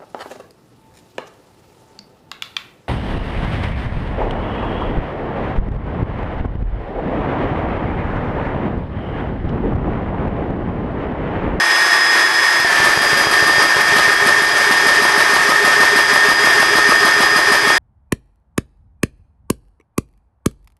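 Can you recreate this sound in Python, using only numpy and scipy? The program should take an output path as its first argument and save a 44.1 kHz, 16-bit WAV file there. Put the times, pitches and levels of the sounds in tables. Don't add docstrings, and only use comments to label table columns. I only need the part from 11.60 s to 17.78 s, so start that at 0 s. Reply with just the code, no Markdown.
import sys
import numpy as np
from scipy import signal
from scipy.fft import rfft, irfft
from scipy.io import wavfile

SR = 44100
rng = np.random.default_rng(int(sys.argv[2]) if len(sys.argv) > 2 else 0)


def inscribe(sig):
    pcm = np.round(np.clip(np.atleast_2d(sig).T, -1, 1) * 32767)
    wavfile.write(sys.argv[1], SR, pcm.astype(np.int16))


N = 272570
TIME = np.arange(N) / SR


def undb(db):
    return 10 ** (np.asarray(db) / 20)


def unit(x):
    return x / np.std(x)


def curve(rows):
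    s, *columns = np.transpose(rows)
    return [np.interp(TIME, s, column) for column in columns]


def walk(rate_hz):
    rolloff = 1 + (np.fft.rfftfreq(N, 1 / SR) / rate_hz) ** 2
    return unit(irfft(rfft(rng.standard_normal(N)) / rolloff, N))


def colour(x, points, peaks=()):
    f = np.fft.rfftfreq(N, 1 / SR) + 1e-3
    hz, db = np.transpose(points)
    power = undb(np.interp(np.log(f), np.log(hz), db)) ** 2
    for centre_hz, width_hz, peak_db in peaks:
        power = power + undb(peak_db) ** 2 / (1 + ((f - centre_hz) / width_hz) ** 2) ** 2
    return unit(irfft(rfft(x) * np.sqrt(power), N))


def add(out, s, sound):
    i = int(np.clip(s * SR, 0, N))
    out[i:i + len(sound)] += sound[:N - i]


def burst(hz, length_s):
    n = int(length_s * SR)
    return np.hanning(n) * np.cos(2 * np.pi * hz * (np.arange(n) - n / 2) / SR)


def ring(hz, t60_s, t, wave=np.sin):
    return wave(2 * np.pi * hz * t) * np.exp(-np.log(1000) * t / t60_s)


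# middle_s, length_s, whine_db [dB], air_db [dB]
DIPS = [(0.406, .14, 1, -1.5), (0.703, 0.12, -30, -2), (1.033, .1, 0, -2), (1.39, 0.28, -2.5, -2),
        (1.68, 0.15, -19, -1), (2.1, 0.17, -5.5, -2), (2.25, 0.13, -4, -1.9), (2.57, 0.14, -12, -2),
        (2.886, 0.24, -3, -1.2), (4.46, 0.13, -7.5, -2), (4.76, 0.12, -4, -2.2), (5.815, 0.13, -4, -1.7)]


def dips():
    whine, air = np.zeros((2, N))
    for s, length_s, whine_db, air_db in DIPS:
        shape = np.hanning(int(length_s * SR))
        add(whine, s - length_s / 2, whine_db * shape)
        add(air, s - length_s / 2, air_db * shape)
    return whine, air


SWITCH_S = 1.047
EASING_S = 18


def fan_speed(idle_hz, slowing_s, inrush_hz, recover_s, load_hz, wander_hz):
    t = np.maximum(TIME - SWITCH_S, 0)
    load = inrush_hz * np.exp(-t / recover_s) + load_hz * np.exp(-t / EASING_S)
    sag = (1 - np.exp(-t / slowing_s)) * load
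    return idle_hz - sag + wander_hz * walk(1.96)


def fan(hz, db, tones, flutter_db, flutter_hz, wobble, count=1):
    phase = 2 * np.pi * np.cumsum(hz / count) / SR
    out = 0
    for multiple, tone_db, share in tones:
        swing_db = share * (db - db.mean()) + flutter_db * walk(flutter_hz)
        level = undb(db.mean() + tone_db + swing_db)
        out = out + level * np.sin(multiple * phase + wobble * walk(flutter_hz))
    return np.sqrt(2) * out


MAIN_HZ, SMALL_HZ = 1848.5, 1685
# multiple of its blade rate, relative level_db, share of the level swings [0-1]
MAIN_TONES = [(1, 0, 0.64), (2, -22.5, 0.7)]
# multiple of its shaft rate, relative level_db, share of swings [0-1]
SMALL_TONES = [(1, -11.5, 0.35), (5, -0.5, 0.2), (10, -4, 0.28), (15, 0.5, 0.8)]
# time_s, level_db
MAIN_LEVEL = [(0, -16.5), (1.45, -16.5), (1.95, -13), (2.85, -14.5), (3.9, -17), (4.25, -12.5),
              (6.18, -15.5)]
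# time_s, level_db
SMALL_LEVEL = [(0, -23), (.5, -21), (1.02, -23.5), (1.13, -35), (1.3, -28), (1.6, -23.5), (2.08, -24),
               (2.2, -31), (3.4, -29), (4, -33.5), (4.45, -26), (6.18, -25.5)]


def fans(main_trim_db=-1.0, small_trim_db=-1.0, small_dip=0.14):
    (main_level,), (small_level,) = curve(MAIN_LEVEL), curve(SMALL_LEVEL)
    dip_db, _ = dips()
    main_hz = fan_speed(MAIN_HZ, slowing_s=0.02493, inrush_hz=83.67, recover_s=.27,
                        load_hz=30.26, wander_hz=0.835)
    small_hz = fan_speed(SMALL_HZ, slowing_s=.055, inrush_hz=135.17, recover_s=.12,
                         load_hz=47, wander_hz=2.8)
    main_db = main_level + dip_db + main_trim_db
    small_db = small_level + small_dip * dip_db + small_trim_db
    main = fan(main_hz, main_db, MAIN_TONES, flutter_db=1.14, flutter_hz=22.2, wobble=0.16)
    small = fan(small_hz, small_db, SMALL_TONES, flutter_db=1.5, flutter_hz=16, wobble=0.19, count=5)
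    return main + small


# time_s, level_db
DRAUGHT = [(0, -21), (1.9, -21), (2.9, -21.5), (3.3, -21), (6.18, -21.5)]
# pitch_hz, relative level_db [dB per Hz]
AIR = [(30, -25.5), (150, -18), (280, -14), (380, -3.5), (490, -7.5), (720, -4), (1100, 2.5), (1400, -1.5),
       (2250, -0.5), (2700, -7), (4200, -11), (5300, -7), (6100, -13.5), (6900, -16.5), (12000, -20)]
# pitch_hz, width_hz, relative level_db
DUCTS = [(1724, 148, 6), (1772, 110, 6), (1120, 70, -8.5), (850, 25, -7), (970, 22, -12), (695, 31, -3),
         (4400, 120, -13), (6140, 200, -12.5), (8220, 150, -18.5)]


def draught(gain_db=6.5, flicker_db=0.89):
    (level_db,), (_, dip_db) = curve(DRAUGHT), dips()
    rush = colour(rng.standard_normal(N), AIR, DUCTS)
    return rush * undb(level_db + dip_db + gain_db + flicker_db * walk(19))


def hum(hz=867, level_db=-33.5, waver_db=3.5, wobble=0.43):
    return undb(level_db + waver_db * walk(6.7)) * np.sin(2 * np.pi * hz * TIME + wobble * walk(6))


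TURN_S = .1562
RUNS = [1.243, 1.416, 1.711, 2.208, 2.665, 3.111, 4.532, 5.294]


def stroke_times():
    ends = RUNS[1:] + [N / SR]
    return np.concatenate([np.arange(start, end - TURN_S / 2, TURN_S) for start, end in zip(RUNS, ends)])


def crank_angle():
    times = stroke_times()
    times = np.r_[times[0] - TURN_S, times, times[-1] + TURN_S]
    return np.interp(TIME, times, np.arange(len(times)))


# time_s, relative level_db
PRESSURE = [(1.2, -19), (1.9, -9.5), (2.4, -1), (3, -5.5), (4, 0), (6.18, 1)]
WEAK = [2.21, 2.52, 2.82, 2.98]


def strokes(follow, weak_db, spread_db):
    s = stroke_times()
    weak = np.abs(s[:, None] - WEAK).min(axis=1) < TURN_S / 2
    pressure_db = np.interp(s, *np.transpose(PRESSURE))
    db = follow * pressure_db + weak_db * weak + spread_db * rng.standard_normal(len(s))
    return list(zip(s, db))


FIRST_CLUNK_S = 1
ROD_LEAD_S = .041
# time_s, relative clunk level_db
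ROD_PLAY = [(1.2, 1), (1.55, 2), (2.45, -1), (2.95, -10), (3.3, -18), (6.18, -4.5)]


def clunks(first_db=-5):
    s = stroke_times() - ROD_LEAD_S
    return [(FIRST_CLUNK_S, first_db)] + list(zip(s, np.interp(s, *np.transpose(ROD_PLAY))))


def thumps(valve_hz=250, valve_s=0.012, valve_db=-17.0, rod_hz=130, rod_s=0.013, rod_db=-19,
           rock_hz=52, rock_s=0.031, rock_lag_s=0.028, rock_db=-37, sway_lead_s=0.063, sway_db=-41):
    out = np.zeros(N)
    rock = burst(rock_hz, rock_s)
    for s, db in strokes(follow=0.29, weak_db=-9, spread_db=1.7):
        add(out, s - valve_s / 2, -undb(db + valve_db) * burst(valve_hz, valve_s))
        add(out, s - sway_lead_s, -undb(sway_db) * rock)
        add(out, s + rock_lag_s, undb(rock_db) * rock)
    for s, db in clunks():
        add(out, s - rod_s / 2, -undb(db + rod_db) * burst(rod_hz, rod_s))
    return out


# pitch_hz (before scatter), t60_s, relative level_db
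CASE = [(230, 0.015, -10), (402, 0.016, 4), (602, 0.036, 0.5), (730, 0.014, 4), (886, 0.021, -0.5),
        (1006, 0.01, 7.5), (1290, 0.014, -1)]


def knocks(lag_s=0.029, piston_db=-16.5, rod_db=-20, scatter_db=1.5):
    out, t = np.zeros(N), TIME[:SR // 10]
    hz, t60_s, mode_db = np.transpose(CASE)[:, :, None]
    piston = strokes(follow=0.47, weak_db=-16, spread_db=1.3)
    blows = [(s + lag_s, db + piston_db) for s, db in piston]
    blows += [(s, db + rod_db) for s, db in clunks()]
    chances = rng.standard_normal((len(blows), 2, len(CASE), 1))
    for (s, db), (detune, scatter) in zip(blows, chances):
        rings = ring(hz * (1 + 0.033 * detune), t60_s, t, np.cos)
        add(out, s, np.sum(undb(db + mode_db + scatter_db * scatter) * rings, axis=0))
    return signal.sosfilt(signal.butter(2, 1500, fs=SR, output="sos"), out)


# pitch_hz, relative level_db [dB per Hz]
SPURT = [(500, -9), (1200, 24.5), (2500, -35), (3500, -2), (5000, 14), (7000, -16), (8400, 5.5), (10000, 4),
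         (12000, 5)]


def spurts(gain_db=-18.5, decay_s=0.046, rise_s=0.0012, lead_s=0.001, crack=0.26, crack_s=0.0061, first_db=-16):
    flow, t = np.zeros(N), TIME[:SR // 5]
    opening = np.exp(-t / crack_s)
    puff = (1 - np.exp(-t / rise_s)) * (np.exp(-t / decay_s) + crack * opening)
    for s, db in strokes(follow=0, weak_db=-5, spread_db=1.1):
        add(flow, s - lead_s, undb(db + gain_db) * puff)
    add(flow, FIRST_CLUNK_S, undb(first_db) * opening)
    return flow * colour(rng.standard_normal(N), SPURT)


# pitch_hz, t60_s, level_db
COVER = [(204, 0.036, -37), (382, 0.055, -17), (690, 0.051, -11.5)]


def switch():
    out, t = np.zeros(N), TIME[:SR // 10]
    for hz, t60_s, db in COVER:
        add(out, SWITCH_S, undb(db) * ring(hz, t60_s, t))
    return out


# time_s, level_db
MOTOR = [(0, -88), (1.03, -85), (1.12, -23), (1.6, -24.5), (2.6, -27), (4, -26.5), (6.18, -27.5)]
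# pitch_hz, relative level_db [dB per Hz]
RUMBLE = [(25, -7), (70, -13), (140, -4.5), (250, -6), (370, 2.5), (480, -5), (650, -8), (900, -10.5),
          (1300, -17), (2000, -5.5), (4000, -15), (12000, -25)]
# pitch_hz, width_hz, relative level_db
FRAME = [(410, 34, -4), (577, 43, 3.5), (717, 30, 5.5), (1260, 23, 11)]


def motor(rattle_db=3, repeat=0.4, load_db=3.5, load_turn=0.18,
          gear_hz=1260, gear_db=-1, gear_flutter_db=3, gear_load_db=4):
    (level_db,), (push_db,) = curve(MOTOR), curve(PRESSURE)
    load = np.cos(2 * np.pi * (crank_angle() - load_turn))
    chatter = rng.standard_normal(N) * undb(rattle_db * walk(114))
    pattern = rng.permutation(chatter[:SR // 6]) * signal.windows.tukey(SR // 6, .2)
    teeth = np.zeros(N)
    for s in stroke_times():
        add(teeth, s - 1 / 12, pattern)
    mixed = np.sqrt(1 - repeat) * chatter + np.sqrt(repeat) * teeth
    rumble = colour(mixed, RUMBLE, FRAME) * undb(load_db * load)
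    mesh = np.sin(2 * np.pi * np.cumsum(gear_hz * (1 + 0.00287 * walk(8.3))) / SR)
    mesh_db = gear_db + push_db + gear_flutter_db * walk(13) + gear_load_db * load
    return undb(level_db) * (rumble + mesh * undb(mesh_db))


def reeds(intake_hz=409, intake_db=-18.5, intake_s=.07, lead_s=.057,
          third_db=-21, third_s=0.044, third_lead_s=.032,
          outlet_hz=1235, outlet_db=-20, outlet_s=.034, outlet_lag_s=0.008,
          return_db=-28, return_s=.06, return_lag_s=0.051, flutter_db=2):
    out, rows = np.zeros(N), strokes(follow=0.65, weak_db=-1.0, spread_db=-0.4)
    chances = rng.standard_normal((len(rows), 3))
    for (s, db), (detune, force, outlet_detune) in zip(rows, chances):
        hz = intake_hz * (1 + 0.0035 * detune)
        chirp = burst(outlet_hz * (1 + 0.007 * outlet_detune), outlet_s)
        add(out, s - lead_s, undb(intake_db + db) * burst(hz, intake_s))
        add(out, s - third_lead_s, undb(third_db + db) * burst(3 * hz, third_s))
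        add(out, s + return_lag_s, undb(return_db + db) * burst(hz, return_s))
        add(out, s + outlet_lag_s, undb(outlet_db + db + 2.8 * force) * chirp)
    return out * undb(flutter_db * walk(66))


# pitch_hz, relative level_db [dB per Hz]
HEAD = [(200, -25), (600, -2.5), (1250, 0), (1700, -8), (3000, -7), (5500, -11), (9000, -22.5)]


def rattle(gain_db=-21, lead_s=0.0083, length_s=0.064, grain_db=3, grain_hz=150):
    shake = np.zeros(N)
    for s, db in strokes(follow=0.37, weak_db=-10, spread_db=1.0):
        add(shake, s - lead_s, undb(db + gain_db) * np.hanning(int(length_s * SR)))
    return shake * colour(rng.standard_normal(N) * undb(grain_db * walk(grain_hz)), HEAD)


def workshop(x, wet_db=-14, t60_s=0.57, gap_s=0.02, low_hz=130):
    t = TIME[:SR // 2]
    tail = rng.standard_normal(len(t)) * np.exp(-np.log(1000) * t / t60_s) * (t > gap_s)
    tail = signal.sosfilt(signal.butter(2, low_hz, "high", fs=SR, output="sos"), tail)
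    return x + undb(wet_db) * signal.fftconvolve(x, tail / np.linalg.norm(tail))[:N]


def scene(motor_dip=1.5):
    _, dip_db = dips()
    strikes = switch() + reeds() + thumps() + knocks() + spurts() + rattle()
    pump = motor() * undb(motor_dip * dip_db) + workshop(strikes)
    return (fans() + hum() + draught() + pump)[None]


def record(dry, top_hz=11900):
    dry = signal.sosfilt(signal.butter(3, 22, "high", fs=SR, output="sos"), dry)
    rounded = dry / (1 + (dry / .93) ** 8) ** (1 / 8)
    return signal.sosfilt(signal.ellip(10, .2, 80, top_hz, fs=SR, output="sos"), rounded)


dry = scene()
out = record(dry)
inscribe(out)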